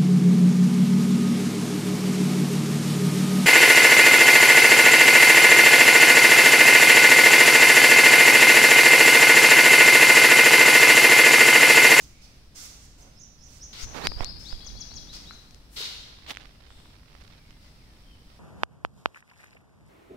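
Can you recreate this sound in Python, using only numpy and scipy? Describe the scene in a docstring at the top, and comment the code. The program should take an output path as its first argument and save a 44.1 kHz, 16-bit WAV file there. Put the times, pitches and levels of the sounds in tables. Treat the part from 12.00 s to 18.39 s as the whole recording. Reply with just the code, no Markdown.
"""Soles scuff a hard floor in a tiled room over a low town rumble: gritty noise bands with a random tail.
Birds call outside the windows: gliding sines, partly through random tails of the room.
Fingers swipe, rub, tick and bump a phone's case close to its two ports:
shaped noise, very short rings and slow dents."""
import sys
import numpy as np
from scipy import signal
from scipy.fft import rfft, irfft, next_fast_len
from scipy.io import wavfile
from scipy.ndimage import map_coordinates

SR = 44100
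rng = np.random.default_rng(int(sys.argv[2]) if len(sys.argv) > 2 else 0)


def pcm_store(signal):
    """Save signal as 16-bit PCM."""
    levels = np.round(np.clip(np.atleast_2d(signal), -1, 1) * 32767)
    wavfile.write(sys.argv[1], SR, levels.astype(np.int16).T)


def invert_db(level):
    """Linear amplitude ratio for a level in decibels (20 dB per decade), elementwise."""
    return 10 ** (np.asarray(level, dtype=float) / 20)


N = 281843

# background level: time_s, level_db
AIR_LEVEL = [(0, -51.5), (.45, -52.5), (.75, -51), (1.35, -53.5), (1.9, -48), (3.3, -49.5), (3.65, -52),
             (4.5, -52.5), (6.39, -52)]
# town rumble spectrum: frequency_hz, relative_db_per_hz
RUMBLE_SPECTRUM = [(12, -5.5), (30, -6.5), (48, -1.5), (76, -9.5), (300, -21.5), (390, -43), (660, -120)]
# room hiss spectrum: frequency_hz, relative_db_per_hz
TONE_SPECTRUM = [(150, -4.5), (250, -7.5), (1000, -15.5), (1600, -17), (3100, -17.5), (5300, -15),
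                 (5700, -17), (6300, -26.5), (8500, -25), (15700, -32)]
# left-right correlation of the background: frequency_hz, correlation
ALIKE = [(200, 0.941), (600, 0.67), (1400, 0)]
# decay of the tiled room: frequency_hz, t60_s
ROOM_DECAY = [(300, 1), (5000, 1), (15000, 0.61)]
# colour of the phone's ports: frequency_hz, gain_db
PORT_COLOUR = [(3000, 2), (5500, 3), (7000, 1), (12000, -3)]
# balance of far sources as the phone turns: time_s, left_right_db
FACING = [(0, -5.5), (.55, -4.5), (.9, -4.5), (1.45, -12), (1.8, 14), (2.75, 13.5), (3.1, 2), (3.5, 24),
          (3.75, 1), (4.7, 12)]
# faint narrow hisses from outside: start_s, length_s, centre_hz, level_db
HISSES = [(0.049, 0.5, 2320, -68), (1.108, 0.36, 3790, -77), (4.666, 0.38, 3600, -66),
          (4.684, 0.29, 8000, -70)]

# near bird, warbling buzz: offset_s, pitch_hz, gain_db
BUZZ = [(0, 4900, -15), (.04, 5510, -2), (.062, 6470, 1.5), (.085, 6090, 1), (.105, 5940, 1.5)]
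# near bird, rising note: offset_s, pitch_hz, gain_db
RISE = [(0, 3350, -11), (.04, 4495, 0.5), (.068, 4980, -2.5), (.094, 5145, -1.5)]
# near bird, hooked note: offset_s, pitch_hz, gain_db
HOOK = [(0, 3850, -10), (.032, 4650, -3.5), (.036, 5000, -26), (.039, 5500, -4), (.043, 6500, -8),
        (.047, 7150, -20), (.058, 6650, -7), (.066, 5950, 2), (.088, 3590, -7)]
# near bird, steeper hook: offset_s, pitch_hz, gain_db
STEEP_HOOK = [(0, 3200, -12), (.025, 3750, -2), (.05, 4200, -1), (.056, 4600, -6), (.063, 5000, -3),
              (.07, 6200, -16), (.088, 5900, -12), (.1, 5300, -9)]
# near bird, hook with a lower start: offset_s, pitch_hz, gain_db
LOW_HOOK = [(0, 3200, -12), (.022, 3800, -2), (.064, 4150, -1), (.07, 4600, -9), (.073, 5500, -14),
            (.076, 6250, -3), (.082, 7000, -20), (.092, 6100, -13), (.103, 5200, -12)]
# near bird, short pip: offset_s, pitch_hz, gain_db
PIP = [(0, 5180, 4), (.02, 5370, 4.5), (.035, 5400, -3)]
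# near bird's song: note_shape, start_s, gain_db, length_share
SONG = [(BUZZ, 1.006, -56, 0.3), (BUZZ, 1.147, -54.5, 0.97), (BUZZ, 1.383, -57, 0.88),
        (BUZZ, 1.592, -47.5, 0.72), (BUZZ, 1.785, -47, .7), (RISE, 2.011, -41.5, .91),
        (RISE, 2.226, -42, .91), (PIP, 2.185, -54, .8), (PIP, 2.403, -55, .8), (RISE, 2.449, -43, 0.94),
        (HOOK, 2.609, -44, 0.95), (HOOK, 2.753, -43, .9), (HOOK, 2.899, -43, 1.02),
        (STEEP_HOOK, 3.069, -48, 1), (LOW_HOOK, 3.254, -47.5, 1)]
# farther bird's level notes: start_s, length_s, gain_db
LEVEL_NOTES = [(2.504, 0.065, -58), (2.606, 0.07, -56), (2.685, .035, -60), (2.742, .045, -58),
               (2.796, .068, -56.5), (2.962, 0.085, -60), (3.072, .085, -61)]
# farther falling whistles: start_s, length_s, start_hz, end_hz, gain_db
WHISTLES = [(5.305, .39, 2640, 2010, -70), (5.78, .17, 2730, 1720, -73), (6.065, .023, 3213, 3160, -67),
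            (6.102, .053, 3210, 3040, -65)]

# finger pressure near the right port, one list a rub: time_s, level_db
RUBS = [
    [(1.87, -55), (1.93, -55), (1.945, -44), (1.97, -39.5), (2.01, -42.5), (2.03, -42), (2.062, -33),
     (2.067, -65)],
    [(2.15, -86), (2.165, -59), (2.2, -49), (2.225, -40), (2.245, -53.5), (2.32, -58.5)],
    [(4.22, -108), (4.27, -62), (4.315, -41), (4.335, -82)],
]
# rubbing skin spectrum: frequency_hz, relative_db_per_hz
SKIN_SPECTRUM = [(88, -41), (150, 4.5), (966, 3.5), (2920, -7), (4060, -8), (8000, -18.5), (15500, -22.5)]
# case crackle under the grip: time_s, level_db
GRIP_LEVEL = [(1.7, -79), (2.0, -64), (3.2, -67), (3.6, -80), (4.25, -59), (4.31, -47), (4.34, -56.5),
              (4.6, -65.5), (5.1, -68.5), (5.2, -63), (5.42, -66), (5.7, -72)]
# bumps pressing on a port: centre_s, gain_db, width_s, left_right_db
BUMPS = [(1.838, -31.5, 0.004, 34), (2.093, -34, 0.011, 24), (2.17, -30, 0.003, -31),
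         (2.21, -25.5, 0.0013, -24), (2.22, -25, 0.0053, -20), (2.537, -28, 0.0048, -25)]
# nail ticks on the case: start_s, gain_db, ring_hz, left_right_db
TICKS = [(2.061, -23, 900, -11), (2.0703, 0.3, 3400, -5), (2.119, -21, 835, -30), (2.207, -10.5, 745, -27),
         (2.235, -24, 1100, -16), (2.2456, -15, 5730, 24), (2.5272, -25.5, 1310, -25),
         (2.666, -33, 800, -25), (2.754, -33, 700, -25), (2.917, -33, 1000, -25), (3.509, -33, 4490, 16),
         (3.546, -34, 5370, 17), (4.298, -24, 3230, -10), (4.3065, -17.5, 2860, -11),
         (4.310, -20, 3400, -5), (4.343, -33, 3600, -15), (4.350, -31, 2850, -15), (4.361, -33, 3000, -15),
         (4.371, -21, 2400, -14), (4.419, -37, 3020, -13), (4.405, -36, 1700, -15), (4.456, -35, 2840, -13),
         (4.705, -38, 1500, -17), (4.857, -37, 1300, -10), (5.033, -41, 1600, -20), (5.151, -33, 1300, -28),
         (5.211, -39.5, 3020, -16), (5.238, -41, 4400, -16), (5.278, -39, 3700, -25),
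         (5.5075, -36.5, 3000, -20)]
# woody knocks in the room: start_s, gain_db, ring_hz
KNOCKS = [(3.309, -33, 1400), (3.805, -37.5, 450)]
# dry swipes across the case: start_s, rise_s, slide_s, gain_db, grit_hz
SWIPES = [(1.727, 0.0036, 0.072, -45.5, 4230), (1.77, .04, 0.032, -41, 5170),
          (4.262, 0.035, .02, -42, 3400), (4.272, 0.033, 0.014, -48, 10500)]
# shoe scuffs: start_s, rise_s, slide_s, gain_db, grit_hz
SCUFFS = [(0.0, 0.0064, 0.038, -53.5, 6350), (.213, 0.0087, 0.036, -57, 5100),
          (.545, 0.018, 0.1, -46.5, 6200), (.809, 0.015, 0.033, -59, 6500),
          (.975, 0.01, 0.045, -60.5, 6450), (.972, 0.013, 0.094, -64, 640), (1.43, 0.1, 0.053, -58, 5960),
          (2.39, 0.007, 0.1, -57, 5650), (3.12, 0.01325, 0.035, -46.5, 4800),
          (3.699, 0.1, 0.014, -46.5, 9350), (3.758, 0.013, 0.092, -38, 4000),
          (5.599, .023, 0.066, -68, 4500)]
# resonances under a drag: centre_hz, width_hz, gain_db
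SOLE_RINGS = [(450, 310, 2), (943, 480, 0), (1400, 270, 2.5), (2040, 300, 5.5), (2690, 410, 1)]

TONE_DB, TONE_SWING = -6, 1.5  # room hiss against rumble; its swing in dB per dB of background
TRILL_HZ, TRILL_DEPTH = 72.3, 0.068  # depth: share of pitch for an uncut note
SONG_DIRECT_DB, SONG_ROOM_DB, SONG_LINGER = -2.5, -3, 0.87  # linger: share of the room's t60
FAR_DIRECT_DB, FAR_ROOM_DB = -2.5, -6
LEVEL_NOTE_HZ, FADE_DB_PER_S = 3350, 17
FALL_BEND = 2.6  # how sharply a fall flattens out
HAND_PAN_DB = -49
SHAKE_PEAK_S, SHAKE_RISE_S, SHAKE_DB, SETTLE_DB_PER_S = 1.95, 0.18, -46, 14.5
TICK_DECAY_S, HARD_DECAY_S, HARD_DB = 0.0003, 0.00013, -8  # ticks above HARD_DB die sooner
CASE_HZ = 7100  # ticks are dulled above this
KNOCK_DECAY_CYCLES, KNOCK_ROOM_DB = 2.05, -7.5
SWIPE_PAN_DB, SWIPE_RING_DB, SWIPE_ROOM_DB = 2.5, -9, -13.5
SCUFF_RING_DB, RING_WEIGHT = -15.5, 0.12  # weight: dB of ring per dB of scuff gain above -44
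# tilts per octave of grit above 5 kHz: finer grit rings less, hisses more
RING_TILT_DB, HISS_DB, HISS_TILT_DB = -2.5, -19, 29
STOP_T60_S = 0.049
TOP_HZ = 15780


def unit(x):
    """Scale to rms 1."""
    return x / np.sqrt(np.mean(x ** 2) + 1e-20)


def along(points, hz):
    """Interpolate frequency points on a log axis."""
    f, v = np.transpose(points)
    return np.interp(np.log(hz + 1), np.log(f + 1), v)


def curves(rows, off=None):
    """One value per sample for each column after the time; off applies outside the rows."""
    s, *cols = np.transpose(rows)
    return [np.interp(np.arange(N) / SR, s, c, off, off) for c in cols]


def sides(pan_db):
    """Left and right gains whose mean is 1."""
    left = 2 / (1 + invert_db(-np.asarray(pan_db)))
    return np.array([left, 2 - left])


def facing(s):
    """Left and right gains of a far source at time s."""
    return sides(np.interp(s, *np.transpose(FACING)))[:, None]


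def wobble(rate_hz, size=N):
    """Smooth random curve with rate_hz knots a second."""
    knots = rng.standard_normal(int(size * rate_hz / SR) + 4)
    return map_coordinates(knots, [np.arange(size) * rate_hz / SR])


def filtered(x, response):
    """Multiply the spectrum by a response of frequency, zero-padded."""
    n = x.shape[-1]
    m = next_fast_len(n + 8192)
    return irfft(rfft(x, m) * response(np.fft.rfftfreq(m, 1 / SR)), m)[..., :n]


def peak(hz, centre_hz, width_hz):
    """Causal resonance with unit gain at its centre."""
    return 1j * hz * width_hz / (centre_hz ** 2 - hz ** 2 + 1j * hz * width_hz)


def grit(shape, spread_db):
    """Noise of tiny contacts of very unequal size."""
    return rng.standard_normal(shape) * invert_db(spread_db * rng.exponential(size=shape))


def add(track, s, sound):
    """Lay a stereo sound on the track from time s."""
    part = track[:, max(round(s * SR), 0):][:, :sound.shape[1]]
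    part += sound[:, :part.shape[1]]


def room(x, linger=1):
    """Tiled room: fresh noise tail, unlike at the two ports, each frequency dying at its own speed."""
    hz, t, z = signal.stft(rng.standard_normal((2, SR)), SR, nperseg=256)
    decay = invert_db(-60 * t / linger / along(ROOM_DECAY, hz)[:, None])
    tail = signal.istft(z * decay, SR, nperseg=256)[1]
    return signal.fftconvolve(x, tail / np.linalg.norm(tail[0]), axes=1)[:, :N]


def background_noise(spectrum):
    """Stereo noise; mid and side weights set the left-right correlation by frequency."""
    def mid_side(hz):
        angle = np.arccos(np.clip(along(ALIKE, hz), -1, 1)) / 2
        return invert_db(along(spectrum, hz)) * [np.cos(angle), np.sin(angle)]
    mid, side = filtered(rng.standard_normal((2, N)), mid_side)
    return unit(np.array([mid + side, mid - side]))


def air():
    """Town rumble, nearly alike at both ports, plus the room's own hiss, both slowly wavering."""
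    level_db, = curves(AIR_LEVEL)
    rumble = invert_db(0.27 * wobble(3.42)) * background_noise(RUMBLE_SPECTRUM)
    tone_db = TONE_DB + (TONE_SWING - 1) * (level_db - level_db.mean()) + 1.1 * wobble(6)
    return invert_db(level_db) * (rumble + invert_db(tone_db) * background_noise(TONE_SPECTRUM))


def hisses():
    """Narrow noise bands that swell quickly and fade slowly."""
    track = np.zeros((2, N))
    for s, length_s, hz, db in HISSES:
        n = round(length_s * SR)
        band = filtered(rng.standard_normal((2, n)), lambda f: np.abs(peak(f, hz, 0.24 * hz)) ** 2)
        swell = np.sin(np.pi * np.sqrt(np.arange(n) / n))
        add(track, s, invert_db(db) * facing(s) * swell * unit(band))
    return track


def whistle(shape, trill=0):
    """Gliding, slightly rough sine with soft ends; the air makes its level flutter."""
    s, hz, db = np.transpose(shape)
    t = np.arange(0, s[-1], 1 / SR)
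    n = len(t)
    trill_width = trill * np.sin(.85 * np.pi * t / s[-1]) ** 2  # widest past the middle
    warble = trill_width * (np.sin(2 * np.pi * TRILL_HZ * t) + 0.75 * wobble(304.6, size=n))
    pitch_hz = np.interp(t, s, hz) * (1 + warble + 0.008 * wobble(378, size=n))
    ends = np.clip(np.minimum(t, s[-1] - t) / 0.00069, 0, 1)
    flutter_db = 2.2 * wobble(90, size=n) + 35 * trill * wobble(250, size=n)
    level = invert_db(np.interp(t, s, db) + flutter_db) * ends
    return np.sqrt(2) * level * np.sin(2 * np.pi * np.cumsum(pitch_hz) / SR)


def far_birds():
    """Farther birds: level notes and whistles falling fast at first, fading along each note."""
    far = np.zeros((2, N))
    level_notes = [(s, length_s, LEVEL_NOTE_HZ, LEVEL_NOTE_HZ, db) for s, length_s, db in LEVEL_NOTES]
    for s, length_s, start_hz, end_hz, db in level_notes + WHISTLES:
        u = np.arange(9) / 8
        fallen = np.expm1(-FALL_BEND * u) / np.expm1(-FALL_BEND)
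        pitch_hz = start_hz + fallen * (end_hz - start_hz)
        glide = np.transpose([length_s * u, pitch_hz, db - FADE_DB_PER_S * length_s * u])
        add(far, s, facing(s) * whistle(glide))
    return invert_db(FAR_DIRECT_DB) * far + invert_db(FAR_ROOM_DB) * room(far)


def song():
    """Near bird through the windows; each note stirs a fresh random tail, shorter than the floor's."""
    track = np.zeros((2, N))
    for shape, s, db, pace in SONG:
        trill = TRILL_DEPTH * pace * (shape == BUZZ)  # only buzzes warble
        note = invert_db(db) * facing(s) * whistle(np.multiply(shape, [pace, 1, 1]), trill=trill)
        add(track, s, invert_db(SONG_DIRECT_DB) * note)
        add(track, s, invert_db(SONG_ROOM_DB) * room(note, SONG_LINGER))
    return track


def rubs():
    """Skin stutters along the case: uneven grit under pressure curves."""
    contacts = grit((2, N), spread_db=2.5) * invert_db(0.85 * wobble(150))
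    skin = unit(filtered(contacts, lambda hz: invert_db(along(SKIN_SPECTRUM, hz))))
    pressure = sum(invert_db(curves(rub, off=-150)[0]) for rub in RUBS)
    return sides(HAND_PAN_DB)[:, None] * pressure * skin


def grip_crackle():
    """Sparse crackle of the case under the grip: grit gated by fast random swings."""
    bright = lambda hz: np.abs(peak(hz, 1060, 5600)) / (1 + (hz / 5500) ** 6)
    swing_db = 9 * np.tanh(wobble(260) - .2 + .4 * wobble(25))
    crackle = unit(filtered(grit(N, spread_db=2) * invert_db(swing_db), bright))
    return sides(HAND_PAN_DB)[:, None] * invert_db(curves(GRIP_LEVEL)[0]) * crackle


def hand_shake():
    """The hand shifts its hold and shakes the port: low noise that rises, then settles."""
    low = lambda hz: np.abs(peak(hz, 45.0, 104)) ** 2
    shake = unit(filtered(rng.standard_normal(N) * invert_db(5.2 * wobble(14)), low))
    since_s = np.arange(N) / SR - SHAKE_PEAK_S
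    rise = np.clip(1 + since_s / SHAKE_RISE_S, 0, 1)
    settle = invert_db(SHAKE_DB - SETTLE_DB_PER_S * np.maximum(since_s, 0))
    return sides(HAND_PAN_DB)[:, None] * rise * settle * shake


def bumps():
    """Each bump pushes a port in with one slow dent."""
    track = np.zeros((2, N))
    for s, db, width_s, pan_db in BUMPS:
        u = np.arange(-4 * width_s * SR, 9 * width_s * SR) / SR / width_s
        push = -np.exp(-u ** 2 / 2)
        swing_back = 0.22 * np.exp(-((u - 3.5) / 2.8) ** 2 / 2)  # of the membrane
        add(track, s - 4 * width_s, invert_db(db) * sides(pan_db)[:, None] * (push + swing_back))
    return track


def tick(hz, decay_s):
    """Brief decaying ring with a snap of noise, dulled by the case."""
    t = np.arange(SR // 50) / SR
    ring = np.sin(2 * np.pi * hz * t) * np.exp(-t / decay_s) * (1 - np.exp(-t * hz / .12))
    snap = .45 * rng.standard_normal((2, len(t))) * invert_db(-60 * t / .009)
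    click = filtered(snap, lambda f: peak(f, 1.26 * hz, 3 * hz) ** 2) - ring
    return filtered(click, lambda f: 1 / (1 + 1j * f / CASE_HZ) ** 2)


def ticks():
    """Nails ring the case briefly, the hardest ticks dying sooner."""
    track = np.zeros((2, N))
    for s, db, hz, pan_db in TICKS:
        decay_s = HARD_DECAY_S if db > HARD_DB else TICK_DECAY_S
        add(track, s, invert_db(db) * sides(pan_db)[:, None] * tick(hz, decay_s))
    return track


def knocks():
    """Woody knocks ring a few cycles and wake the room."""
    track = np.zeros((2, N))
    for s, db, hz in KNOCKS:
        add(track, s, invert_db(db) * facing(s) * tick(hz, KNOCK_DECAY_CYCLES / hz))
    return track + invert_db(KNOCK_ROOM_DB) * room(track)


def drag(rise_s, slide_s, hz, ring_db):
    """One stroke over dust: a broad gritty band, a hollow ring and a hiss on top."""
    t = np.arange(round((rise_s + slide_s + .1) * SR)) / SR
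    octaves = np.log2(hz / 5000)
    stop_db = -60 * np.clip(t - rise_s - slide_s, 0, 1) / STOP_T60_S
    stroke = np.clip(t / rise_s, 0, 1) * invert_db(stop_db + 0.72 * wobble(32.0, size=len(t)))
    ring_gain = invert_db(ring_db + RING_TILT_DB * max(octaves, -.5))
    hiss_gain = invert_db(HISS_DB + HISS_TILT_DB * octaves)

    def colour(f):
        band = np.abs(peak(f, hz, 0.51 * hz)) ** 2
        ring = np.abs(sum(invert_db(g) * peak(f, c, w) for c, w, g in SOLE_RINGS))
        return band + ring_gain * ring + hiss_gain * f / (f + 3000)
    return stroke * unit(filtered(grit((2, len(t)), spread_db=2.0), colour))


def swipes():
    """Fingers drag across the case, with little room."""
    case = np.zeros((2, N))
    for s, rise_s, slide_s, db, hz in SWIPES:
        stroke = drag(rise_s, slide_s, hz, SWIPE_RING_DB)
        add(case, s, invert_db(db) * sides(SWIPE_PAN_DB)[:, None] * stroke)
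    return case + invert_db(SWIPE_ROOM_DB) * room(case)


def scuffs():
    """Soles drag over the floor and fill the room; heavier steps ring more."""
    floor = np.zeros((2, N))
    for s, rise_s, slide_s, db, hz in SCUFFS:
        stroke = drag(rise_s, slide_s, hz, SCUFF_RING_DB + RING_WEIGHT * (db + 44.0))
        add(floor, s, invert_db(db) * facing(s) * stroke)
    return floor + room(floor)


def scene():
    """Events take the ports' colour; the air's spectra are given as they arrive."""
    outside = hisses() + far_birds() + song()
    hand = rubs() + grip_crackle() + hand_shake() + bumps() + ticks() + swipes()
    events = outside + hand + knocks() + scuffs()
    return air() + filtered(events, lambda hz: invert_db(along(PORT_COLOUR, hz)))


def band_limit(x):
    """A steep low-pass at the top of the band."""
    return signal.sosfilt(signal.butter(12, 16520, fs=SR, output="sos"), x)


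def record(dry):
    """The phone keeps little above its band limit."""
    mix = filtered(dry, lambda hz: np.where(hz < TOP_HZ, 1, invert_db(-31)))
    return band_limit(mix)


dry = scene()
out = record(dry)
pcm_store(out)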